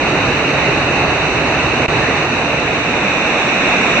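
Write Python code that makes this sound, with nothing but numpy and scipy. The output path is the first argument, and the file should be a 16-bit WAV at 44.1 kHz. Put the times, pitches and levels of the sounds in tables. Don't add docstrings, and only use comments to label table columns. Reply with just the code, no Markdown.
import sys
import numpy as np
from scipy import signal
from scipy.fft import rfft, irfft, next_fast_len
from scipy.io import wavfile
from scipy.ndimage import uniform_filter1d, map_coordinates

SR = 44100
rng = np.random.default_rng(int(sys.argv[2]) if len(sys.argv) > 2 else 0)


def unload_wav(signal):
    wavfile.write(
        sys.argv[1],
        SR,
        np.round(np.clip(np.atleast_2d(signal).T, -1, 1) * 32767).astype(np.int16),
    )


N = 176400

# frequency_hz, density_db
MOUTH_SPECTRUM = [(20, -27), (42, -8), (65, -3.5), (100, -3), (135, -3.5), (200, -4), (290, 0), (380, -2.6),
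                  (480, -1.55), (720, -1.9), (1000, -4.5), (1700, -6.5), (2600, -7), (5000, -10.5),
                  (9000, -15)]
DEEP_SPECTRUM = [(20, -24), (45, -11), (110, -12), (170, -1), (270, 0.5), (380, -4.5), (620, -1),
                 (1000, -4.5), (1700, -5), (2400, -4), (3400, -5), (4400, -11), (6000, -9.5), (9000, -10.5)]
# time_s, level_db
MOUTH_FADE = [(0, -14.5), (.4, -14), (1.5, -14.5), (1.95, -14), (2.4, -16), (2.9, -20), (3.4, -26),
              (3.8, -40)]
DEEP_FADE = [(1.88, -50), (2.2, -29), (2.6, -20), (2.95, -17), (3.35, -14.5), (3.75, -13), (4, -12.5)]
# pitch_hz, width_hz, gain_db
PASSAGE_MODES = [(69.6, 10, -11.5), (119.8, 8, -5.5), (143.3, 9, 2.5), (166.5, 11, -7), (287.5, 28, -9),
                 (423.7, 25, -8)]
# peak_s, swell_db
GULPS = [(.7, 9), (1.04, 5), (1.41, 6.5), (1.61, 3), (1.8, 7.5), (1.95, 6), (2.12, 3.5)]
# start_s, length_s, start_hz, end_hz, waver_ratio, level_db
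WHISTLES = [(.23, .13, 1680, 1700, .006, -31.5), (.51, .1, 1890, 1905, .004, -26),
            (.61, .06, 1960, 2070, .014, -26), (.69, .07, 1930, 2030, .016, -27.5),
            (1.95, .13, 1630, 1860, .04, -28), (2.01, .13, 1860, 2020, .045, -27.5)]
# start_s, pitch_hz, level_db
THUDS = [(1.08, 52, -22), (1.882, 46, -21.5)]
# frequency_hz, t60_s
CAVE_DECAY = [(150, 0.98), (2000, 0.97), (8000, 0.25)]
# frequency_hz, gain_db
HOUSING_RESPONSE = [(2050, 0), (2400, 3), (2630, 7), (2800, 4), (3000, -4.5), (3200, -13.5), (3370, -15),
                    (3600, -6.5), (3850, 0.5), (4100, -6), (4400, -8.5), (4920, -19.5), (5400, -14),
                    (5950, -8.5), (6500, -11), (7000, -21.5), (7650, -18), (8700, -25.5), (9150, -37)]
# frequency_hz, correlation
PORT_CORRELATION = [(40, .972), (180, .982), (350, .957), (650, .9), (1200, .7), (2100, .47), (2650, .15),
                    (3050, -.1), (3300, .1), (3700, -.45), (4700, .3), (5300, -.35), (5950, .05),
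                    (6700, -.4), (7450, .36), (8300, .05)]
# frequency_hz, left_minus_right_db
PORT_BALANCE = [(100, -1.9), (800, -2.5), (2100, -2.5), (2520, -5.5), (2800, 1.5), (3100, -0.5),
                (3500, -2.5), (6700, -1), (7650, -3), (8400, 0)]

TOP_HZ = 9250
TIME_S = np.arange(N) / SR
DIRECT = np.array([[1], [0]])


def mouth_stream():
    water = rapids(MOUTH_SPECTRUM, patchy_db=0.62, surge_db=0.14, churn_db=-0.35)
    return amp(curve(MOUTH_FADE)) * unit(microphone(water + amp(-13.5) * passage_boom()))


def deep_stream():
    water = rapids(DEEP_SPECTRUM, patchy_db=0.33, surge_db=-0.2, churn_db=0.13)
    return amp(curve(DEEP_FADE)) * unit(microphone(water, shift=0.98))


def rapids(spectrum, patchy_db, surge_db, churn_db):
    rush = filtered(patchy_noise(patchy_db), lambda hz: amp(along(spectrum, hz)) * (hz < TOP_HZ))
    water = unit(rush) + amp(-13) * bubbles()
    return water * amp(surge_db * wobble(4.9) + churn_db * wobble(21.83))


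def patchy_noise(patchy_db):
    spectra = signal.stft(rng.standard_normal((2, N)), nperseg=512)[2]
    patches = uniform_filter1d(rng.standard_normal(spectra.shape[1:]), size=6, axis=0)
    patches = uniform_filter1d(patches, size=12, axis=1)
    return unit(signal.istft(spectra * amp(patchy_db * unit(patches)), nperseg=512)[1][:, :N])


def bubbles(per_s=700, median_hz=798.5, log_spread=0.702, ring_cycles=11, rise=.15):
    draws = rng.random((int(per_s * N / SR), 4)).clip(1e-4, 1 - 1e-4)
    start, radius, angle, size = draws.T[:, :, None]
    gaussian = np.sqrt(-2 * np.log(radius)) * np.cos(2 * np.pi * angle)
    hz = np.clip(median_hz * np.exp(log_spread * gaussian), 120, 7000)
    t = np.arange(SR // 20) / SR
    age = t * hz / ring_cycles
    strength = amp(-3 * np.log(size))
    envelope = strength * np.exp(-np.log(100) * age) * (1 - np.exp(-t * hz))
    rings = envelope * np.sin(2 * np.pi * hz * t * (1 + rise * age / 2))
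    samples = (start * N).astype(int) + np.arange(len(t))
    crowd = np.bincount(samples.ravel(), rings.ravel())[:N]
    return unit(crowd * DIRECT + amp(-7) * cave_echo(crowd))


def passage_boom(gulp_width_s=.055):
    def modes(hz):
        return sum((-1) ** k * amp(db) * 1j * hz * width / (pitch ** 2 - hz ** 2 + 1j * hz * width)
                   for k, (pitch, width, db) in enumerate(PASSAGE_MODES))
    swell_db = sum(db * np.exp(-((TIME_S - peak_s) / gulp_width_s) ** 2) for peak_s, db in GULPS)
    return amp(swell_db) * unit(filtered(rng.standard_normal((2, N)), modes))


def far_whistles(edge_s=.02):
    out = np.zeros((2, N))
    for start_s, length_s, start_hz, end_hz, waver, level_db in WHISTLES:
        t = TIME_S - start_s
        hz = np.interp(t, [0, length_s], [start_hz, end_hz]) * (1 + waver * wobble(130))
        envelope = np.clip(np.minimum(t, length_s - t) / edge_s, 0, 1)
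        note = envelope * np.sin(2 * np.pi * np.cumsum(hz) / SR)
        echo = unit(cave_echo(note)) * note.std()
        out += np.sqrt(2) * amp(level_db) * (note * DIRECT + amp(-1) * echo)
    return microphone(out)


def thuds(attack_s=.003, t60_s=.13):
    out = np.zeros(N)
    for start_s, pitch_hz, level_db in THUDS:
        t = np.maximum(TIME_S - start_s, 0)
        envelope = np.exp(-np.log(1000) * t / t60_s) * (1 - np.exp(-t / attack_s))
        out += amp(level_db) * envelope * np.sin(2 * np.pi * pitch_hz * t)
    return out


def cave_echo(x):
    hz, t, spectra = signal.stft(rng.standard_normal((2, SR)), SR, nperseg=256)
    decay = amp(-60 * t / along(CAVE_DECAY, hz)[:, None])
    tail = signal.istft(spectra * decay, SR, nperseg=256)[1]
    return signal.fftconvolve(x[None], tail / np.linalg.norm(tail[0]), axes=1)[:, :N]


def microphone(pair, shift=1):
    def housing(hz):
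        angle = np.arccos(np.clip(along(PORT_CORRELATION, hz / shift), -1, 1)) / 2
        return amp(along(HOUSING_RESPONSE, hz / shift)) * [np.cos(angle), np.sin(angle)]

    def balance(hz):
        return amp(along(PORT_BALANCE, hz / shift) * np.array([[.5], [-.5]]))
    mid, side = filtered(pair, housing)
    return filtered(np.array([mid + side, mid - side]), balance)


def amp(db):
    return 10 ** (np.asarray(db) / 20)


def unit(x):
    return x / np.sqrt(np.mean(x ** 2) + 1e-20)


def along(points, hz):
    knots_hz, values = np.transpose(points)
    return np.interp(np.log(hz + 1), np.log(knots_hz + 1), values)


def curve(rows):
    return np.interp(TIME_S, *np.transpose(rows))


def wobble(knots_per_s):
    return map_coordinates(rng.standard_normal(N // 100), [TIME_S * knots_per_s], mode="wrap")


def filtered(x, response):
    size = next_fast_len(N + SR // 2)
    return irfft(rfft(x, size) * response(np.fft.rfftfreq(size, 1 / SR)), size)[..., :N]


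def scene():
    return mouth_stream() + deep_stream() + far_whistles() + thuds()


def record(dry):
    dropout_s, ceiling = [1.862, 1.8815], .92
    dropout_db = np.interp(TIME_S, dropout_s, [-11, -18], left=0, right=0)
    dipped = dry * uniform_filter1d(amp(dropout_db), size=24)
    rounded = dipped / (1 + np.abs(dipped / ceiling) ** 16) ** (1 / 16)
    return filtered(rounded, lambda hz: hz < TOP_HZ)


dry = scene()
out = record(dry)
unload_wav(out)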